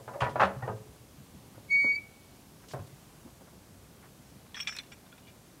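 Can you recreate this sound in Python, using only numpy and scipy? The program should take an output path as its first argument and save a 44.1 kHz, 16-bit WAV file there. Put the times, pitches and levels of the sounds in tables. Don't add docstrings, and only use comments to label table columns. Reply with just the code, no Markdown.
import sys
import numpy as np
from scipy import signal
from scipy.fft import rfft, irfft
from scipy.io import wavfile

SR = 44100
rng = np.random.default_rng(int(sys.argv[2]) if len(sys.argv) > 2 else 0)


def gain_from_db(level_db):
    decades = np.asarray(level_db, float) / 20
    return 10 ** decades


def to_wav(s):
    ch = np.atleast_2d(s).T
    pcm = np.round(np.clip(ch, -1, 1) * 32767)
    wavfile.write(sys.argv[1], SR, pcm.astype(np.int16))


N = 246959

# pitch_hz, level_db (per Hz)
AIR_COLOUR = [(12, -40), (20, -19.5), (32, -19), (48, -7), (70, -2.5), (145, -1), (250, -5), (385, -10),
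              (600, -12.5), (1140, -17.5), (1600, -21.5), (5000, -24), (11000, -25.5), (15500, -30.5)]
# time_s, level_db
BREEZE = [(0.0, -65), (0.3, -66), (1.32, -65.5), (1.95, -65), (2.21, -66), (2.85, -65), (3.51, -66),
          (4.87, -66), (5.6, -66.5)]
# pitch_hz, level_db, ring_s
DOOR_MODES = [(238.6, -12, 0.57), (307, -28, .2), (386, -19, 0.13), (425, -20.5, 0.28), (496, -7, 0.37),
              (554.6, 0, 0.37), (635, -7.5, 0.21), (727, -3, 0.12), (778, -16, 0.5), (980, -4, 0.19),
              (972, -14, .3), (1050, -10, 0.33), (1000, -12, 0.15), (1216, -9, 0.16), (1255, -4, 0.26),
              (1428, -15.5, 0.44), (1414, 0.5, 0.068), (1520, -24, 0.28), (1595, -5, 0.16),
              (1757, 0.5, 0.13), (1926, -4.5, 0.15), (2480, -38, 0.22), (2940, -22, 0.062)]
# pitch_hz, level_db, ring_s
DENSE_PLATE = [(180, -18, 1), (302, -16, 0.58), (600, -4.5, 0.2), (1030, -3, 0.1), (1700, -12.5, 0.17),
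               (3000, -17, 0.099), (6000, -35, 0.13), (9700, -40, 0.19), (13000, -80, .04)]
# start_s, peak_db, rattle_s, brightness_db_per_octave
LATCH_BLOWS = [(0.0, -43, 0.0069, -6), (0.0783, -32, 0.0024, -2), (0.135, -33, 0.016, -0.5),
               (0.157, -32.5, 0.015, -4), (.205, -29, 0.0022, 6.5), (0.208, -22, 0.0086, 3.5),
               (.2195, -21.5, 0.011, -2), (0.237, -28, 0.0037, 4.5), (0.267, -25.5, 0.0057, 0),
               (.294, -46, .01, 10.5), (0.357, -27.5, 0.0051, -4.5), (0.357, -21.5, 0.02, -1),
               (0.3969, -18, 0.012, -.5), (0.4039, -16.5, 0.014, 3), (0.417, -18, 0.0043, 0.5),
               (0.4245, -14.5, 0.004, 0.5), (0.4325, -15.5, 0.0037, 2), (0.444, -31, 0.01, 5.5),
               (.467, -27.5, 0.0067, -3), (0.622, -31, 0.024, -2), (.654, -35.5, 0.017, -3.5),
               (0.677, -24.5, 0.0048, -3), (0.689, -32, 0.015, -1.5), (0.715, -41, 0.005, -0.5)]
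# start_s, peak_db, rattle_s, brightness_db_per_octave
DOOR_BUMPS = [
    (1.578, -43.5, 0.0011, -5.5),
    (1.843, -29, 0.0058, -7.5),
    (1.846, -37.5, 0.021, -2.5),
    (1.863, -40, 0.02, 0),
    (2.736, -29.5, .00058, -3),
    (2.739, -39.5, 0.0093, 2.5),
    (2.761, -42, 0.013, 1.5),
    (2.792, -46.5, 0.011, 1.5),
]
# start_s, ring_factor (no unit)
HAND = [(0.0, 1.3), (.2, 1.14), (.355, 0.78), (.415, 0.51), (.44, 1.36), (.6, 0.71), (1.2, 0.17), (2.4, .7)]
# start_s, pitch_hz, peak_db
BOOMS = [(.01, 116, -40), (.071, 119, -40.5), (0.13, 125, -43), (.215, 124.6, -20), (.22, 70, -30.5),
         (0.263, 105, -32.5), (0.311, 139, -33.5), (0.356, 124, -31), (0.4, 119, -27), (.439, 80.6, -32),
         (0.562, 129, -28), (0.626, 125, -24.5), (0.692, 112, -27), (0.736, 113, -29), (.80, 115.6, -40),
         (.86, 120.7, -41), (.89, 64.5, -44), (1.0, 119, -44), (.53, 105, -41), (.56, 60, -42),
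         (1.179, 137, -39.5), (1.561, 109.3, -41.5), (2.736, 130, -28.5), (2.792, 102.7, -30.5),
         (2.804, 152, -36.5), (2.92, 137, -42.5)]
# start_s, pitch_hz, peak_db, ring_s
PLATE_NOTES = [(.16, 576, -44.5, 0.48), (.211, 423, -44.5, 0.35), (.212, 540, -35, 0.21),
               (.234, 972, -28, 0.2), (.435, 194, -31, 0.21), (.44, 425, -44, 0.36), (.45, 587, -46, 0.2),
               (.625, 1926, -37.5, 0.057), (0.631, 1844, -36, 0.068), (.70, 427.5, -48, 0.76),
               (.68, 958, -38, 0.091), (.68, 1240, -38, 0.11), (.685, 1579, -49, 0.17),
               (.625, 541, -42, 0.22), (.625, 845, -45, 0.24), (.71, 648, -39.5, .15), (.40, 194, -38, .2),
               (.69, 195.7, -44.5, 0.29), (.08, 999, -44, 0.17), (.445, 1093, -27, 0.045),
               (.70, 540, -41, 0.34), (2.738, 727, -38, 0.12)]
# peak_s, peak_db, pitch_hz
KNOCKS = [(.0795, -27.5, 1000), (.2146, -26, 900), (.2231, -18.5, 1186), (.2272, -19, 870),
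          (.2299, -22, 1320), (.2335, -18, 1110), (.2420, -22, 1100), (.2449, -29, 950),
          (.2658, -21.5, 1090), (.3585, -26, 700), (.361, -26, 900), (.397, -21, 1000), (.3995, -17, 1130),
          (.403, -21, 1170), (.4062, -14, 1270), (.4098, -14, 920), (.4178, -14, 880), (.4204, -13, 1140),
          (.4254, -12, 800), (.4288, -19, 1365), (.4335, -8.5, 1185), (.4371, -18, 1020),
          (.4446, -16, 1090), (.6803, -28, 694), (.6829, -26, 680), (.6931, -26, 830), (.7004, -26, 880),
          (1.58, -38, 517)]
# start_s, peak_db, centre_hz, length_s
GRATES = [(0.214, -35, 2800, .006), (0.224, -36, 2000, .012), (.398, -29, 2240, .008),
          (0.406, -30, 2800, .012), (0.423, -34, 2600, .014), (0.451, -27, 1400, .006),
          (.625, -43, 1100, .02), (2.742, -48, 1700, .008), (2.786, -50, 1500, .016),
          (.955, -53, 890, .012), (1.85, -46.5, 1200, .02), (4.673, -38, 3000, .008)]
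# start_s, peak_db, centre_hz, length_s
SCUFFS = [(1.201, -46, 205, 0.019), (1.34, -43.5, 152, 0.025), (2.633, -49, 1600, 0.011),
          (2.684, -44, 6000, 0.012), (2.702, -42.5, 5600, 0.022), (2.869, -50, 7400, 0.0079),
          (3.251, -42, 250, 0.015), (3.273, -49, 910, 0.012), (3.403, -45, 600, 0.016),
          (3.473, -51, 1170, 0.012), (3.523, -51.5, 600, 0.019), (4.027, -48, 1480, .025),
          (4.361, -45, 165, 0.013), (4.464, -51.5, 1400, 0.004), (1.542, -50, 1200, 0.019),
          (2.71, -43, 1803, 0.0044), (4.604, -48, 11000, 0.0094), (2.718, -47.5, 11000, 0.019)]
# start_s, peak_db, centre_hz, length_s
TICKS = [(2.6855, -44, 6000, .003), (4.7652, -33, 8000, .0015), (4.7868, -41, 6500, .002)]
# time_s, pitch_hz, level_db
LOCKED_SQUEAL = [(1.69, 2222, -56), (1.712, 2231, -27.5), (1.724, 2234, -24), (1.757, 2244, -21.8),
                 (1.78, 2246, -23.6), (1.80, 2247, -23), (1.835, 2248, -26.5), (1.908, 2247, -24)]
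# time_s, pitch_hz, level_db
FREE_SLIDE = [(1.898, 2247, -55), (1.928, 2279, -45), (1.946, 2286, -40), (1.958, 2295, -34.5),
              (1.988, 2299, -35), (2.0, 2325, -46), (2.012, 2335, -70)]
# pitch_hz, gain_db, ring_s
HINGE_MODES = [(2245, -18, 0.8), (2330, -13.5, 0.32), (2280, -4, .3)]
# start_s, peak_db, rattle_s, centre_hz
CLINKS = [(4.544, -35.5, 0.0011, 2280), (4.555, -38, .001, 2510), (4.569, -36, 0.00093, 1700),
          (4.577, -37, .001, 2000), (4.592, -37, 0.00097, 1800), (4.601, -27.5, 0.0025, 3000),
          (4.628, -38, 0.0031, 2700), (4.647, -47, 0.0036, 1500), (4.666, -43, 0.0032, 2000),
          (4.6723, -27, 0.0056, 3300), (4.68, -27.5, 0.009, 2400), (4.687, -38, 0.002, 1510),
          (4.726, -39, 0.0055, 2400), (4.75, -41, 0.0051, 2480), (4.768, -34, 0.0012, 3470),
          (4.7858, -32, 0.0013, 3000), (4.791, -42, 0.0029, 1500), (4.833, -48, 0.0039, 2200),
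          (4.918, -37.5, 0.011, 2020), (5.062, -54, 0.0036, 1500), (5.121, -53, 0.0062, 2200),
          (5.178, -48, 0.0043, 1400), (5.269, -50, 0.027, 2600)]
# pitch_hz, level_db, ring_s
TONG_MODES = [(1400, -14, 0.065), (1682, -18.5, 0.087), (1830, -24, 0.045), (2366, -4.5, 0.052),
              (2514, -8.5, 0.051), (2760, -17.5, 0.11), (2820, -21, 0.08), (3370, -22, 0.05),
              (3437, -5, 0.032), (3680, -10.5, 0.096), (4140, -30, .05), (4520, -16, .06),
              (5000, -31, 0.044), (5550, -7, 0.05), (6000, -18, 0.1), (6500, -33, .1), (7770, -16, 0.13),
              (8000, -12, 0.11), (9400, -23, .1), (12180, -36, 0.11)]
# pitch_hz, level_db, ring_s
JOINT = [(720, -13.5, 0.072), (1330, -12, 0.07), (2400, -9, 0.075), (3600, -12, 0.039), (6000, -13.5, .04),
         (9000, -20, 0.079), (15000, -38, .02)]
# start_s, pitch_hz, peak_db
PINGS = [(4.545, 3330, -39), (4.545, 1820, -39), (4.558, 6000, -53), (4.560, 5420, -47), (4.562, 5670, -51),
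         (4.565, 5117, -54), (4.572, 3330, -38), (4.602, 5500, -37), (4.602, 3330, -35.5),
         (4.605, 5900, -46), (4.603, 14700, -57), (4.672, 3427, -26.5), (4.672, 2342, -28.5),
         (4.673, 5421, -45), (4.673, 5496, -44), (4.672, 5920, -45.5), (4.68, 5120, -54),
         (4.675, 7122, -50.5), (4.724, 1720, -44), (4.771, 5880, -55), (4.762, 1790, -46),
         (4.786, 4100, -30.5), (4.786, 3490, -34), (4.795, 2220, -45), (4.919, 5600, -57.5),
         (4.925, 7160, -60), (5.126, 1424, -48), (4.919, 3700, -55), (5.232, 2890, -61.5),
         (5.278, 3400, -53), (5.268, 2890, -61), (5.13, 2400, -59), (5.125, 3400, -56), (4.628, 5950, -51),
         (4.925, 7900, -66)]
# pitch_hz, ring_s
PING_RING = [(1500, 0.062), (2350, 0.072), (2880, 0.2), (3350, 0.07), (4200, 0.017), (5100, 0.6),
             (7200, 0.27)]
GRIPS = [4.632, 4.768, 4.815, 4.939, 5.305]
# peak_s, peak_db, pitch_hz
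TAPS = [(4.5454, -33, 2900), (4.5542, -34, 3600), (4.5545, -41, 1900), (4.5694, -35, 1770),
        (4.5754, -33, 1710), (4.5942, -33, 2180), (4.6033, -30, 2240), (4.6085, -35, 3150),
        (4.63, -38, 3190), (4.6725, -25, 2400), (4.6743, -26.5, 3310), (4.6839, -31, 3510),
        (4.6949, -31.5, 1630), (4.7018, -44, 2360), (4.7252, -35, 1670), (4.7677, -37, 1790),
        (4.7871, -32, 3750), (4.7959, -36, 3490), (4.8, -39, 2160)]
# delay_s, level_db
ECHOES = [(.021, -16.5), (.047, -20), (.083, -23), (.13, -29), (.19, -33)]

CHOKE_S = 0.0039


def at_hz(points, hz):
    points = np.array(points)
    return np.interp(np.log(hz), np.log(points[:, 0]), points[:, 1])


def add(out, start_s, x):
    i = max(round(start_s * SR), 0)
    out[i:i + len(x)] += x[:N - i]


def uneven(per_s, t):
    knots = rng.standard_normal(400)
    return np.interp((t - t[0]) * per_s, np.arange(400), knots)


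def band_pass(x, low_hz, high_hz):
    return signal.sosfilt(signal.butter(2, [low_hz, high_hz], "band", fs=SR, output="sos"), x)


def air():
    settle = 8000
    edges = 18 * 2 ** np.arange(0, 10.1, .5)
    white = rng.standard_normal((2, N + settle))
    t = np.arange(N) / SR
    breeze_s, hiss_db = np.transpose(BREEZE)
    gust_db = np.interp(t, breeze_s, hiss_db - np.mean(hiss_db))
    out = np.zeros(N)
    for k, (low, high) in enumerate(zip(edges, edges[1:])):
        band = band_pass(white[k % 2], low, high)[settle:]
        hz = np.sqrt(low * high)
        flicker_db = (hz / 200) ** -.15 * uneven(5.6, t)
        out += band * gain_from_db(at_hz(AIR_COLOUR, hz) + gust_db + flicker_db)
    return gain_from_db(-54.5) * out / np.std(out)


def tilted(modes, db_per_octave):
    modes = np.array(modes)
    return modes + np.log2(modes[:, :1] / 1000) * [0, db_per_octave, 0]


def ringing(modes, spread_db, size):
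    hz, db, ring_s = np.transpose(modes)[:, :, None]
    t = np.arange(size) / SR
    luck = rng.standard_normal((len(hz), 1))
    strength = gain_from_db(db + spread_db * luck) * np.sign(luck)
    return np.sum(strength * gain_from_db(-60 * t / ring_s) * np.sin(2 * np.pi * hz * t), axis=0)


def dense_modes(body, level_db, ring_factor, size):
    t = np.arange(size) / SR
    hz = np.fft.rfftfreq(size, 1 / SR) + 1
    centres = 150 * 2 ** np.arange(0, 7, .5)[:, None]
    share = np.clip(1 - 2 * np.abs(np.log2(hz / centres)), 0, 1)
    bands = irfft(rfft(rng.standard_normal(size)) * share, size)
    body = np.array(body)
    db = at_hz(body[:, :2], centres)
    ring_s = ring_factor * at_hz(body[:, ::2], centres)
    return np.sum(gain_from_db(level_db + db - 60 * t / ring_s) * bands, axis=0)


def rattle(length_s, centre_hz, rough_db, first):
    size = 2400
    t = np.arange(size) / SR
    hits = gain_from_db(rough_db * rng.standard_normal(size)) * rng.choice([-1, 1], size)
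    hits *= rng.random(size) < .06
    fade = np.exp(-(t / max(length_s, 1e-4)) ** 1.46) * (t < .045)
    chatter = hits * fade
    chatter[0] = first
    colour = signal.butter(1, [centre_hz / 2.16, centre_hz * 1.485], "band", fs=SR)
    return signal.lfilter(*colour, chatter)


def struck(contact, response, peak_db):
    x = signal.fftconvolve(contact, response)
    return gain_from_db(peak_db) * x / np.abs(x).max()


def door_blows():
    out = np.zeros(N)
    size = 16000
    for s, db, length_s, tilt in LATCH_BLOWS + DOOR_BUMPS:
        ring_factor = [factor for start, factor in HAND if start <= s + .002][-1]
        clear = ringing(tilted(DOOR_MODES, tilt) * [1, 1, ring_factor], 5.2, size)
        dense = dense_modes(tilted(DENSE_PLATE, tilt), 31.4, ring_factor, size)
        contact_hz = 1020 * 2 ** (tilt / 5.5)
        contact = rattle(length_s, contact_hz, 7.86, first=8.1)
        add(out, s, struck(contact, clear + dense, db))
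    return out


def swell(hz, peak_db, rise_s, ring_s):
    t = np.arange(30000) / SR
    envelope = gain_from_db(peak_db - 60 * t / ring_s) * (1 - np.exp(-t / rise_s))
    return 1.58 * envelope * np.sin(2 * np.pi * hz * t)


def firebox_booms():
    out = np.zeros(N)
    for s, hz, db in BOOMS:
        add(out, s, swell(hz, db, rise_s=0.016, ring_s=0.14))
    return out


def plate_notes():
    out = np.zeros(N)
    for s, hz, db, ring_s in PLATE_NOTES:
        add(out, s, swell(hz, db, .008, ring_s))
    return out


def contacts(rows, swings):
    out = np.zeros(N)
    lead = 100
    for s, db, hz in rows:
        phase = (np.arange(600) - lead) / SR * hz
        shape = np.exp(-(phase / np.where(phase < 0, 0.62 * swings, swings)) ** 2)
        add(out, s - lead / SR, gain_from_db(db) * shape * np.cos(2 * np.pi * phase))
    return out


def scuffs():
    out = np.zeros(N)
    size = 4000
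    t = np.arange(size) / SR
    for s, db, hz, length_s in SCUFFS + TICKS + GRATES:
        grit = rng.standard_normal(size) * gain_from_db(3.1 * rng.standard_normal(size))
        u = t / length_s
        shape = u * np.exp(1 - u) * np.exp(-(u / 2.05) ** 4)
        x = band_pass(grit * shape, hz / 2.15, min(hz * 1.26, 16000))
        add(out, s - length_s / 4, gain_from_db(db) * x / np.abs(x).max())
    return out


def hinge():
    t = np.arange(round(1.68 * SR), round(2.5 * SR)) / SR
    unlock_s, unlock_rise_s = 1.898, .035
    let_go_s, lock_ring_s = 1.914, .18
    slip_s, slip_hz, slip_db = np.transpose(LOCKED_SQUEAL[:-1] + FREE_SLIDE)
    held_s, held_hz, held_db = np.transpose(LOCKED_SQUEAL)
    free = np.clip((t - unlock_s) / unlock_rise_s, 0, 1)
    slip = 2 * np.pi * np.cumsum(np.interp(t, slip_s, slip_hz)) / SR
    plate = 2 * np.pi * np.cumsum(np.interp(t, held_s, held_hz)) / SR
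    plate_db = np.interp(t, held_s, held_db) - 60 * np.maximum(t - let_go_s, 0) / lock_ring_s
    free_db = np.interp(t, slip_s, slip_db, right=-150)
    tone = gain_from_db(plate_db) * np.sin(plate) + free * gain_from_db(free_db) * np.sin(slip)

    rub = np.clip(np.minimum(t - 1.70, 1.972 - t) / 0.007, 0, 1)
    flutter_db = 7.5 * np.sqrt(free) * np.cos(2 * np.pi * 33.4 * (t - 1.957))
    bite_db = 12 * np.exp(-((t - 1.726) / 0.014) ** 2)
    # number, level_db, change_db once unlocked, extra_db
    overtones = [(2, -50.5, 2.5, flutter_db), (3, -62, -2, bite_db), (4, -70, -9.5, 0)]
    for number, db, change_db, extra_db in overtones:
        level_db = db + np.sqrt(free) * change_db + extra_db + 3 * uneven(40, t)
        tone += rub * gain_from_db(level_db) * np.sin(number * slip)
    tone *= np.sqrt(2) * np.minimum((t - t[0]) / .012, 1)

    sound = tone.copy()
    for mode_hz, db, ring_s in HINGE_MODES:
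        r = gain_from_db(-60 / (ring_s * SR))
        w = 2 * np.pi * mode_hz / SR
        sound += gain_from_db(db) * signal.lfilter([1 - r, 0, r - 1], [1, -2 * r * np.cos(w), r * r], tone)
    out = np.zeros(N)
    add(out, t[0], sound)
    return out


def choke(t, free_s):
    return np.exp(-np.maximum(t - free_s, 0) / CHOKE_S)


def tong_clinks():
    out = np.zeros(N)
    size = 8000
    t = np.arange(size) / SR
    for s, db, length_s, hz in CLINKS:
        response = ringing(TONG_MODES, 2.7, size) + dense_modes(JOINT, 14.0, 1, size)
        contact = rattle(length_s, hz, 1.6, first=1.64)
        add(out, s, struck(contact, choke(t, 0.022) * response, db))
    return out


def arm_pings():
    out = np.zeros(N)
    t = np.arange(8000) / SR
    for s, hz, db in PINGS:
        free_s = min(grip - s for grip in GRIPS if grip > s)
        chatter_db = 4.0 * (0.68 if hz > 5000 else 1)
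        level_db = db - 60 * t / at_hz(PING_RING, hz) + chatter_db * uneven(224, t)
        envelope = gain_from_db(level_db) * np.minimum(t / 0.0016, 1) * choke(t, free_s)
        add(out, s, envelope * np.sin(2 * np.pi * hz * t))
    return out


def scene():
    plate = door_blows() + firebox_booms() + plate_notes() + contacts(KNOCKS, swings=0.94)
    small = scuffs() + tong_clinks() + arm_pings() + contacts(TAPS, swings=1.3)
    squeal = hinge()
    out = plate + squeal + small + air()
    dull = signal.lfilter([.3], [1, -.7], plate + small + 0.71 * squeal)
    for delay_s, db in ECHOES:
        add(out, delay_s, gain_from_db(db) * dull)
    return out[None]


def band_limit(x):
    return signal.sosfilt(signal.butter(12, 15920, fs=SR, output="sos"), x)


def record(dry):
    mix = signal.sosfilt(signal.ellip(10, .5, 60, 15780, fs=SR, output="sos"), dry)
    return band_limit(mix)


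dry = scene()
out = record(dry)
to_wav(out)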